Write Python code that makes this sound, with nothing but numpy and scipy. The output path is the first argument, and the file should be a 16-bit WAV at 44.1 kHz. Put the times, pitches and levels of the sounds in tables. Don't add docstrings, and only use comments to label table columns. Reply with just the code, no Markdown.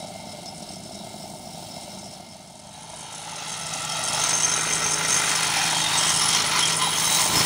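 import sys
import numpy as np
from scipy import signal
from scipy.fft import rfft, irfft
from scipy.io import wavfile
from scipy.ndimage import uniform_filter1d, map_coordinates

SR = 44100
rng = np.random.default_rng(int(sys.argv[2]) if len(sys.argv) > 2 else 0)


def unload_audio(sound):
    columns = np.transpose(np.atleast_2d(sound))
    steps = np.round(np.clip(columns, -1, 1) * 32767)
    wavfile.write(sys.argv[1], SR, steps.astype(np.int16))


N = 328545

# time_s, closeness (0-1), far_db, near_db
LISTENER = [(2.05, 0.01, 4.5, -44), (2.3, 0.04, -1, -32), (2.58, 0.02, -3, -25), (2.95, 0.51, -2, -17),
            (3.35, 0.83, -9, -10.5), (3.95, 0.53, -40, -5), (4.16, 0.55, -42, -1)]
# middle_s, half_length_s, change_db, part
SWELLS = [(.06, 0.18, 3, "knock"), (.85, 0.24, -7.5, "knock"), (1.3, 0.32, -2, "air"),
          (1.5, 0.98, 5.5, "mist"), (2.78, 0.13, -1, "air"), (3.12, .12, -2, "air"),
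          (4.16, 0.42, 3, "knock"), (4.17, 0.17, 1, "cover"), (4.47, 0.052, 0, "exhaust"),
          (5.57, 0.12, 2, "knock"), (5.75, 0.26, 3.5, "knock"), (5.85, 0.15, -13, "cover"),
          (6.42, 0.054, 3, "exhaust"), (6.77, 0.039, -5.5, "air"), (5.05, 0.74, 11.5, "tailpipe"),
          (5.75, .25, -11, "tailpipe"), (6.55, 0.71, 7, "tailpipe"), (6.6, 0.32, 0, "drone"),
          (7.2, 0.75, -23, "cover"), (7.28, 0.36, 6.5, "knock"), (7.38, 0.16, 10.5, "exhaust"),
          (7.38, 0.15, -2.5, "drone")]


def undb(db):
    return 10 ** (np.asarray(db) / 20)


def curves(table):
    s, *columns = np.transpose(table)
    return [np.interp(np.arange(N) / SR, s, c) for c in columns]


def unit(x):
    return x / np.sqrt(np.mean(x ** 2) + 1e-18)


def noise():
    return rng.standard_normal(N)


def wander(rate, count=1024):
    points = rng.standard_normal(count)
    path = map_coordinates(points, [np.arange(N) / SR * rate], order=1, mode="mirror")
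    return unit(np.tanh(path))


def colour(x, points, size=4096):
    hz, db = np.transpose(points)
    octave = np.log2(np.maximum(np.fft.rfftfreq(size, 1 / SR), 1))
    known = np.log2(hz)
    outside = np.abs(octave - np.clip(octave, known[0], known[-1]))
    gain = undb(np.interp(octave, known, db) - 40 * np.minimum(outside, 2))
    cepstrum = irfft(np.log(gain))
    cepstrum[1:size // 2] *= 2
    cepstrum[size // 2 + 1:] = 0
    impulse_response = irfft(np.exp(rfft(cepstrum)))
    return unit(signal.oaconvolve(x, impulse_response)[:N])


def ring(x, modes):
    out = 0
    for hz, width, db in modes:
        section = np.concatenate(signal.iirpeak(hz, hz / (width * np.sqrt(2)), SR))
        out = out + undb(db) * signal.sosfilt([section, section], x)
    return unit(out)


def strokes(turns, jitter_s, scatter_db, weak_db, count=512):
    chance = rng.standard_normal((count, 2))
    at = np.flatnonzero(np.diff(np.floor(turns), prepend=-1) > 0)
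    late, size = chance[:len(at)].T
    db = scatter_db * np.tanh(size) + weak_db * (np.arange(len(at)) % 2)
    place = np.clip(at + (jitter_s * SR * late).astype(int), 0, N - 1)
    return np.bincount(place, undb(db), N)


def puffs(impulses, decay_s, rise_s=0.00014):
    for s in (rise_s, decay_s):
        impulses = signal.lfilter([1], [1, -np.exp(-1 / (s * SR))], impulses)
    return unit(impulses)


def contacts(envelope, spread_db):
    size_db = spread_db * np.minimum(rng.exponential(size=N), 5)
    return unit(envelope * noise() * undb(size_db))


def crossfade(far, near, close):
    close = np.clip(close, 0, 1)
    return np.sqrt(1 - close) * far + np.sqrt(close) * near


def boost(table, part):
    t, db = np.arange(N) / SR, np.zeros(N)
    for s, half_length, peak_db, name in table:
        if name == part:
            inside = np.abs(t - s) < half_length
            db[inside] += peak_db * np.cos(np.pi / 2 * (t[inside] - s) / half_length) ** 2
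    return undb(db)


def heard(source, turn_db=0):
    levels = { "exhaust": (-48, -39.5, 0.8), "knock": (-47.5, -36.5, 0.62), "cover": (-82, -37.5, 1.67),
              "drone": (-70, -35.5, 1), "tailpipe": (-72, -54, 0.77), "air": (-47.5, -29, 1.11),
              "mist": (-60, -43, 1.3), "roar": (-95, -32, 1.33), "fittings": (-56, -33, 0.93),
              "plate": (-64.5, -49, 0.87), "tray": (-72, -47, 0.89), "bracket": (-67.5, -38.5, 0.96),
              "strut": (-61.5, -41.5, 1), "hook": (-62.5, -43, 1.5), "guard": (-56.5, -34.5, 1.46),
              "washer": (-66.5, -36.5, 0.91), "pin": (-64.5, -38, 0.96)}
    far_db, near_db, steepness = levels[source]
    _, fade_out_db, fade_in_db = curves(LISTENER)
    far = undb(far_db + fade_out_db)
    near = undb(near_db + steepness * fade_in_db + turn_db)
    return np.hypot(far, near)


def clacks(swell_s):
    # start_s, level_db, pitch_hz, filter_width_hz
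    slaps = [(.457, -37, 5646, 4000), (.688, -36, 5270, 200), (2.958, -38, 9000, 1000),
             (3.040, -39.5, 8900, 1000), (3.128, -36, 7000, 3000), (3.146, -39, 7000, 3000),
             (3.735, -28, 5900, 2500), (3.848, -27, 7400, 3000), (4.765, -30, 7800, 900),
             (5.155, -28, 5600, 2370), (5.318, -27, 7400, 1200), (5.585, -23, 5650, 500),
             (5.635, -29, 5650, 300), (5.78, -28, 7000, 1200), (6.160, -25, 5550, 600),
             (6.211, -25, 5400, 600), (6.227, -22, 5400, 500), (6.285, -23, 5600, 900),
             (6.302, -20, 6000, 2400), (6.326, -20.5, 5960, 2400), (6.346, -21, 5700, 1200),
             (6.36, -21, 5670, 1000), (6.398, -24, 5650, 1200), (6.420, -23, 6300, 2400),
             (6.469, -27.5, 5400, 1200), (6.492, -32, 5400, 1200), (6.559, -26, 5700, 900),
             (6.589, -23, 7100, 900), (6.654, -22.5, 5900, 1500), (6.676, -26, 7500, 1200),
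             (6.693, -25, 6000, 2400), (6.727, -33, 5600, 2400), (6.765, -21, 9000, 1400),
             (6.783, -27, 9150, 1400)]
    out = np.zeros(N)
    t = np.arange(SR // 20) / SR
    for s, db, hz, width_hz in slaps:
        section = np.concatenate(signal.iirpeak(hz, hz / width_hz, SR))
        crack = unit(signal.sosfilt([section, section], rng.standard_normal(len(t))))
        i = int(s * SR)
        out[i:i + len(t)] += undb(db) * t / swell_s * np.exp(1 - t / swell_s) * crack
    return out


def rattle(crank, flutter, close):
    # middle_s, half_length_s, boost_db, part
    fits = [(.08, 0.36, 5, "plate"), (.35, 0.11, 10.5, "plate"), (2.24, 0.08, 7, "plate"),
            (.48, 0.033, 8, "guard"), (.46, 0.046, -2, "fittings"), (.61, 0.054, 2, "fittings"),
            (.74, 0.049, 12.5, "guard"), (.76, 0.12, 11, "washer"), (.99, 0.11, 4.5, "guard"),
            (1.46, 0.079, 6, "guard"), (1.96, 0.88, 4.5, "guard"), (1.99, 0.18, 12, "washer"),
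            (2.96, 0.087, 3.5, "fittings"), (3.23, 0.15, 8.5, "pin"), (3.83, 0.043, 0.5, "fittings"),
            (3.87, 0.11, 6, "guard"), (4.13, 0.08, -1, "fittings"), (4.4, 0.51, 13, "washer"),
            (4.74, 0.082, 3, "fittings"), (4.88, 0.4, 9.5, "washer"), (4.93, 0.03, 6, "guard"),
            (5.15, 0.082, 5, "fittings"), (5.14, 0.1, 8, "washer"), (5.28, .16, 6, "washer"),
            (5.33, 0.21, 3, "fittings"), (5.48, .25, 7, "pin"), (5.99, 0.14, 1, "fittings"),
            (6.08, 0.68, 7.5, "bracket"), (5.98, 0.053, 7, "washer"), (6.1, 0.1, 8.5, "washer"),
            (6.17, 0.16, 4.5, "fittings"), (6.15, 0.24, 6.5, "guard"), (6.27, 0.16, 11, "pin"),
            (6.33, 0.051, 3, "fittings"), (6.53, 0.2, 8.5, "pin"), (6.58, 0.096, 14, "tray"),
            (6.65, 0.14, 12.5, "bracket"), (6.67, 0.13, 5.5, "fittings"), (6.89, 0.23, 9, "bracket"),
            (6.85, 0.12, 19, "tray"), (6.84, 0.062, 9.5, "pin"), (6.99, 0.21, 11, "pin"),
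            (7.08, 0.25, 10.5, "washer"), (7.2, 0.36, 2, "guard"), (7.24, 0.34, 12.5, "tray"),
            (7.26, 0.27, 4.5, "fittings"), (7.39, 0.057, 8, "guard"), (.04, 0.078, 5.5, "strut"),
            (.99, .08, 8, "strut"), (1.17, 0.051, 7, "strut"), (1.97, 0.13, 6, "strut"),
            (2.76, 0.091, 6, "strut"), (6.86, .1, 8, "strut"), (7.14, .14, 8, "strut"),
            (.36, .2, 1, "hook"), (.72, 0.08, 7, "hook"), (1.37, 0.052, 3, "hook"),
            (5.985, 0.047, 18, "hook"), (6.08, .07, 12, "hook"), (6.17, 0.043, 14, "hook"),
            (1.27, 0.1, 6, "guard")]
    # pitch_hz, level_db
    steel = [(3500, -34), (4800, 4), (5600, -3), (6600, 6), (7500, 5.5), (8100, 2.5), (8800, 10.5),
             (9400, 4), (9950, 0.5), (10300, -14), (11500, -12), (13000, -39)]
    # pitch_hz, width_hz, level_db
    fitting_modes = [(4380, 110, -9), (5540, 78, 9.5), (5730, 130, -8), (6270, 870, -1), (7200, 90, 5),
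                     (8030, 54, 11), (8570, 150, 8.5), (8910, 180, -11), (8100, 280, -11), (9550, 1100, 3),
                     (9640, 530, -5)]
    bracket_modes = [(2952, 55, -8), (3220, 32, 0), (3435, 28, -11)]
    guard_modes = [(5232, 50, 0), (5620, 100, -9)]
    washer_modes = [(5720, 90, -13), (6333, 52, 0), (6970, 60, -15), (7885, 45, -14), (8620, 90, -15),
                    (8828, 65, -11)]
    pin_modes = [(9910, 79, 10), (11000, 90, -27), (11600, 90, -17)]
    plate_modes = [(2119, 36, 5.5), (2270, 77, -5)]
    tray_modes = [(1011, 51, 0)]
    strut_modes = [(3780, 70, -10), (3907, 30, 0)]
    hook_modes = [(7900, 70, -10), (8105, 55, 0)]
    parts = [
        ("bracket", bracket_modes, 0.46), ("guard", guard_modes, 2.1),
        ("washer", washer_modes, 1.9), ("pin", pin_modes, 2.5),
        ("plate", plate_modes, 0.65), ("tray", tray_modes, 1.7),
        ("strut", strut_modes, .4), ("hook", hook_modes, 1.5)]
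    wander_per_s, chatter_wander_db, ring_wander_db = 22, 2.5, 2.5

    beat = strokes(flutter, jitter_s=0.00061, scatter_db=5.5, weak_db=-0.5)
    offbeat = strokes(flutter + 0.378, jitter_s=0.00118, scatter_db=3.5, weak_db=0.0)
    pulses = puffs(beat + undb(2.0) * offbeat, decay_s=0.0058, rise_s=0.0001)
    pulses = unit(pulses + 0.34 * (1 - close))

    ticks = contacts(pulses, spread_db=3)
    ringing = ring(contacts(pulses, spread_db=2.0), fitting_modes)
    chatter = colour(ticks, steel) + undb(-3.5) * ringing
    unrest = undb(chatter_wander_db * (1 + close) / 2 * wander(wander_per_s))
    out = heard("fittings") * boost(fits, "fittings") * unrest * chatter

    for part, modes, flutter_depth in parts:
        throws = strokes(crank, jitter_s=0.0022, scatter_db=4.5, weak_db=-4.5)
        own = puffs(throws, decay_s=0.0026, rise_s=0.00051)
        tone = ring(contacts(own + 1.8 * pulses, spread_db=-2.0), modes)
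        swing = np.abs(uniform_filter1d(tone ** 2, size=300))
        tone = unit(tone * (1 + flutter_depth * pulses) / np.sqrt(1 + 0.74 * swing))
        unrest = undb(ring_wander_db * wander(wander_per_s))
        out = out + heard(part) * boost(fits, part) * unrest * tone
    return out


def whistle(crank, width_hz):
    # start_s, length_s, first_pitch_hz, last_pitch_hz, level_db (before the stutter)
    squeals = [(5.26, .22, 4450, 4380, -38), (5.65, .07, 4350, 4250, -32), (5.75, .06, 4500, 4400, -33),
               (5.8, .1, 3760, 3560, -30.5), (5.91, .07, 3760, 3700, -33), (6.33, .14, 4600, 3850, -33)]
    out = 0
    for start, length, first_hz, last_hz, db in squeals:
        progress = np.clip((np.arange(N) / SR - start) / length, 0, 1)
        phase = 2 * np.pi * np.cumsum(first_hz + (last_hz - first_hz) * progress) / SR
        lowpass = signal.butter(2, width_hz / 2, fs=SR, output="sos")
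        band = signal.sosfilt(lowpass, noise() + 1j * noise())
        squeal = unit(np.real(band * np.exp(1j * phase)))
        out = out + undb(db) * np.sin(np.pi * progress) * squeal
    turns = strokes(crank, jitter_s=.002, scatter_db=3, weak_db=0)
    return puffs(turns, decay_s=.008, rise_s=.002) * out


def air(crank, close):
    # pitch_hz, level_db
    rush_far = [(800, 10), (1100, -4), (1400, 3), (1560, -4), (1690, -5), (1810, -15), (2000, -4),
                (2250, 2), (2400, -4), (2500, -15), (2650, 2), (2850, 2.5), (4500, 5), (7000, -5.5),
                (9700, -21), (11000, -7.5)]
    rush_near = [(700, 1.5), (1050, 5.5), (1450, 1.5), (1700, 5.5), (2300, 2.5), (2700, 6.5), (3050, 5.5),
                 (3700, 4.5), (4400, 1), (4900, -4.5), (5600, 4), (7000, 2), (9700, -32), (11000, -33)]
    # pitch_hz, width_hz, level_db
    frame_far = [(2135, 30, -6), (2680, 90, -8), (3200, 90, -6), (4420, 190, -2)]
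    frame_near = [(885, 19, -7), (1005, 30, -1), (1186, 30, 0), (3740, 120, 3.5), (4350, 180, -2)]
    turns = strokes(crank, jitter_s=0.0004, scatter_db=4.5, weak_db=-2.5)
    shake = puffs(turns, decay_s=0.0081, rise_s=0.0035)
    rush = unit((1 + (0.15 + 0.28 * close) * shake) * noise())
    buzz = contacts(shake + .5, spread_db=3.5)
    far = undb(-4.0) * colour(rush, rush_far) + undb(-14.5) * ring(buzz, frame_far)
    near = undb(1.2) * colour(rush, rush_near) + undb(-4.5) * ring(buzz, frame_near)
    return crossfade(far, near, close)


def spray(crank, flutter, close):
    # time_s, air_db, hiss_db, roar_db
    gun = [(4.2, 0, 4, -7), (4.52, -5, 2, 0.5), (5.1, -2, 6, 2), (5.75, 2.5, 7, 1), (6.25, 2, 8, -3),
           (6.65, 2.5, 6, 1.5), (6.85, 0.5, 9, -1.5), (7.1, 0.5, 17.5, -4), (7.45, 3, 16.5, -2)]
    # pitch_hz, level_db
    hiss_colour = [(7000, 7), (10300, 5), (11500, -2), (12500, -8), (13700, -1), (14600, 1), (15400, 6),
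                   (16000, 10.5)]
    # pitch_hz, width_hz, level_db
    roar_modes = [(1484, 213, 2.5), (1924, 56, 4.5), (2047, 158, 6.5), (2380, 260, 3)]
    flutter_depth = .35
    air_db, hiss_db, roar_db = curves(gun)

    beats = strokes(flutter, jitter_s=.0016, scatter_db=1, weak_db=0)
    pulses = puffs(beats, decay_s=.005, rise_s=.003)
    high_noise = colour((1 + flutter_depth * pulses) * noise(), hiss_colour)
    hiss = heard("mist", hiss_db) * boost(SWELLS, "mist") * high_noise

    turns = strokes(crank, jitter_s=.0003, scatter_db=2, weak_db=-2)
    spurts = puffs(turns, decay_s=.006, rise_s=.001)
    roar = heard("roar", roar_db) * ring(contacts(spurts + .6, spread_db=3), roar_modes)

    rush = heard("air", air_db) * boost(SWELLS, "air") * air(crank, close)
    sputter = undb(1.0 * wander(14))
    return sputter * (rush + roar + hiss) + whistle(crank, width_hz=136)


def drone(crank, lines):
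    out = 0
    for multiple, db in lines:
        level = undb(db + 1.5 * wander(5))
        drift = .012 * multiple ** .8 * wander(2.5)
        out = out + level * np.sin(2 * np.pi * (multiple * crank + rng.random() + drift))
    return unit(out)


def cover(crank):
    # pitch_hz, width_hz, level_db
    cover_modes = [(1186, 69, -7), (1319, 33, -2), (1380, 22, -1.5)]
    turns = strokes(crank, jitter_s=0.0003, scatter_db=2.5, weak_db=-1.0)
    shake = puffs(turns, decay_s=0.0063)
    return ring((shake + 0.23) * noise(), cover_modes)


def chugs(close, far_hz, near_hz, swell_s, thud_hz, thud_db, thud_s):
    # start_s, level_db
    hard_knocks = [(.026, -29.5), (.047, -29), (.082, -35), (.219, -36), (.269, -34), (.458, -32.5),
                   (.604, -33), (.625, -34), (.704, -34), (.765, -34), (.798, -35), (.857, -36),
                   (.891, -35), (.908, -34), (.950, -34.5), (1.000, -36), (1.037, -32), (1.067, -35),
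                   (1.104, -36), (1.141, -31), (1.203, -35), (1.237, -32.5), (1.273, -41), (1.294, -35),
                   (1.336, -31), (1.392, -36), (1.470, -32.5), (1.574, -32), (1.638, -37), (1.767, -31),
                   (1.950, -36), (1.973, -41), (2.060, -32.5), (2.198, -36), (2.354, -36), (2.541, -43),
                   (2.739, -42), (2.776, -40.5), (2.905, -40), (3.051, -39), (3.191, -33.5), (3.257, -34),
                   (3.277, -32), (3.325, -30), (3.346, -36), (3.421, -30), (3.474, -35), (3.570, -36),
                   (3.756, -31), (3.850, -30), (4.135, -28), (4.173, -26), (5.565, -24), (5.597, -25),
                   (5.637, -24), (6.872, -19)]
    out = np.zeros(N)
    t = np.arange(SR // 20) / SR

    def burst(hz, peak_s):
        return t / peak_s * np.exp(1 - t / peak_s) * np.sin(2 * np.pi * (hz * t + rng.random()))

    for s, db in hard_knocks:
        i = max(int(s * SR), 0)
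        hz = (far_hz + (near_hz - far_hz) * close[i]) * (1 + .025 * rng.standard_normal())
        thud = undb(thud_db) * max(1 - 2 * close[i], 0) * burst(thud_hz, thud_s)
        out[i:i + len(t)] += undb(db) * (burst(hz, swell_s) + thud)
    return out


def knock(crank, pump, close):
    # pitch_hz, level_db
    casing_far = [(280, -22.5), (480, -18), (611, 6.5), (645, 4.5), (789, 5), (819, -7), (910, 2.5),
                  (934, -5), (1150, -51), (1500, -29), (2530, -120)]
    casing_near = [(290, -33.5), (480, -19), (528, -20), (570, 2), (653, 0), (876, 14.5), (1080, -0.5),
                   (1200, -45), (1560, -54), (2640, -120)]
    piston = strokes(crank, jitter_s=.00012, scatter_db=1.5, weak_db=-2)
    piston = piston * (1 + .55 * np.cos(2 * np.pi * pump))
    valve = strokes(pump, jitter_s=.0008, scatter_db=2, weak_db=-1)
    piston_shake = puffs(piston, decay_s=0.005, rise_s=0.002) + .9 - .9 * close
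    clatter = contacts(piston_shake, spread_db=1.5)
    chug = contacts(puffs(valve, decay_s=.009, rise_s=.002) + .3, spread_db=1.5)
    far = chug + undb(-8) * unit(valve) + undb(2) * unit(piston) + undb(6) * clatter
    near = clatter + undb(-2) * unit(piston) + undb(-8.5) * chug
    far = undb(-1.25) * colour(far, casing_far)
    near = undb(-1.0) * colour(near, casing_near)
    return crossfade(far, near, close)


def exhaust(crank, pump, close):
    # pitch_hz, level_db
    silencer_far = [(25, -24), (59, -19), (86, -10), (152, -6), (192, 0), (230, -5), (283, -11), (325, -7),
                    (370, -10), (430, -12.5), (490, -19), (680, -19), (1140, -120)]
    silencer_near = [(25, -19), (32, -16), (50, -6), (62, -7), (85, -1.5), (110, -2), (135, 1), (168, 3.5),
                     (205, 0), (245, -2), (295, -2), (370, -2.5), (470, -1.5), (560, -8)]
    firings = strokes(crank, jitter_s=0.00013, scatter_db=0.5, weak_db=-8.0)
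    gulps = strokes(pump, jitter_s=0.0011, scatter_db=-0.5, weak_db=-2.0)
    gas = puffs(firings + gulps, decay_s=0.084) * noise()
    push = unit(unit(firings) + undb(-10.5) * unit(gulps) + undb(4.5) * gas)
    return crossfade(colour(push, silencer_far), colour(push, silencer_near), close)


def engine(crank, pump, close):
    # crank_multiple, level_db
    drone_lines = [(2, -12), (2.5, -12), (3, 0), (3.5, -12), (4.5, -10), (5, -11), (5.5, -10), (6, -11),
                   (11, -8), (12, -9), (13, -5), (14.5, -6), (15.5, -7), (16.5, 0), (17, -3), (18, -1.5),
                   (19, -2), (22.5, -5), (25, 1.5), (26, -4)]
    # crank_multiple, level_db
    tailpipe_lines = [(7.5, -12), (8, 0), (8.5, -11), (9, -6)]
    silencer = boost(SWELLS, "exhaust") * heard("exhaust") * exhaust(crank, pump, 2 * close)
    hum = heard("drone") * boost(SWELLS, "drone") * drone(crank, drone_lines)
    tailpipe = heard("tailpipe") * boost(SWELLS, "tailpipe") * drone(crank, tailpipe_lines)
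    casing = boost(SWELLS, "knock") * heard("knock") * knock(crank, pump, close)
    sheet = boost(SWELLS, "cover") * heard("cover") * cover(crank)
    compressor = chugs(close, far_hz=690, near_hz=894, swell_s=0.0026,
                       thud_hz=195, thud_db=-4.5, thud_s=.004)
    return silencer + hum + tailpipe + casing + sheet + compressor


def road(x, low_hz, dull_hz):
    # time_s, lag_ms, strength (0-1)
    bounce = [(2.3, 1.1, 0), (2.8, 1.2, 0.25), (3.05, 1.32, .35), (3.4, 1.46, 0.4), (4.0, 1.5, 0.65),
              (4.3, 1.45, 0.03), (5.35, 1.19, 0), (5.7, 1.15, 0.27), (6.3, 0.9, 0.2), (7.1, 0.91, 0.22)]
    lag_ms, strength = curves(bounce)
    mirrored = map_coordinates(x, [np.arange(N) - lag_ms * SR / 1000], order=1)
    bandpass = signal.butter(1, [low_hz, dull_hz], "bandpass", fs=SR, output="sos")
    dulled = signal.sosfilt(bandpass, mirrored)
    return (x + strength * dulled) / np.hypot(1, strength)


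def scene():
    # time_s, turns_hz
    crank_speed = [(.3, 51.85), (.6, 51.4), (1, 51.95), (1.9, 51.7), (2.4, 51.1), (2.8, 53.45),
                   (3.1, 53.15), (4.2, 53), (4.57, 52.65), (4.9, 52.9), (5.17, 52.7), (5.6, 53.25),
                   (6.2, 53.3), (6.8, 53.8), (7.3, 53.6)]
    compressor_hz, flutter_hz = 20.8, 43.1
    crank_hz, = curves(crank_speed)
    close = np.clip(curves(LISTENER)[0], 0, 1)
    t = np.arange(N) / SR
    crank = np.cumsum(crank_hz) / SR
    pump = compressor_hz * t
    flutter = flutter_hz * t
    machine = engine(crank, pump, close) + spray(crank, flutter, close)
    mirrored = road(machine, low_hz=200, dull_hz=4800)
    return (mirrored + rattle(crank, flutter, close) + clacks(swell_s=0.0028))[None]


def record(dry):
    lowpass = signal.ellip(10, .2, 80, 15550, fs=SR, output="sos")
    return signal.sosfilt(lowpass, dry)


dry = scene()
out = record(dry)
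unload_audio(out)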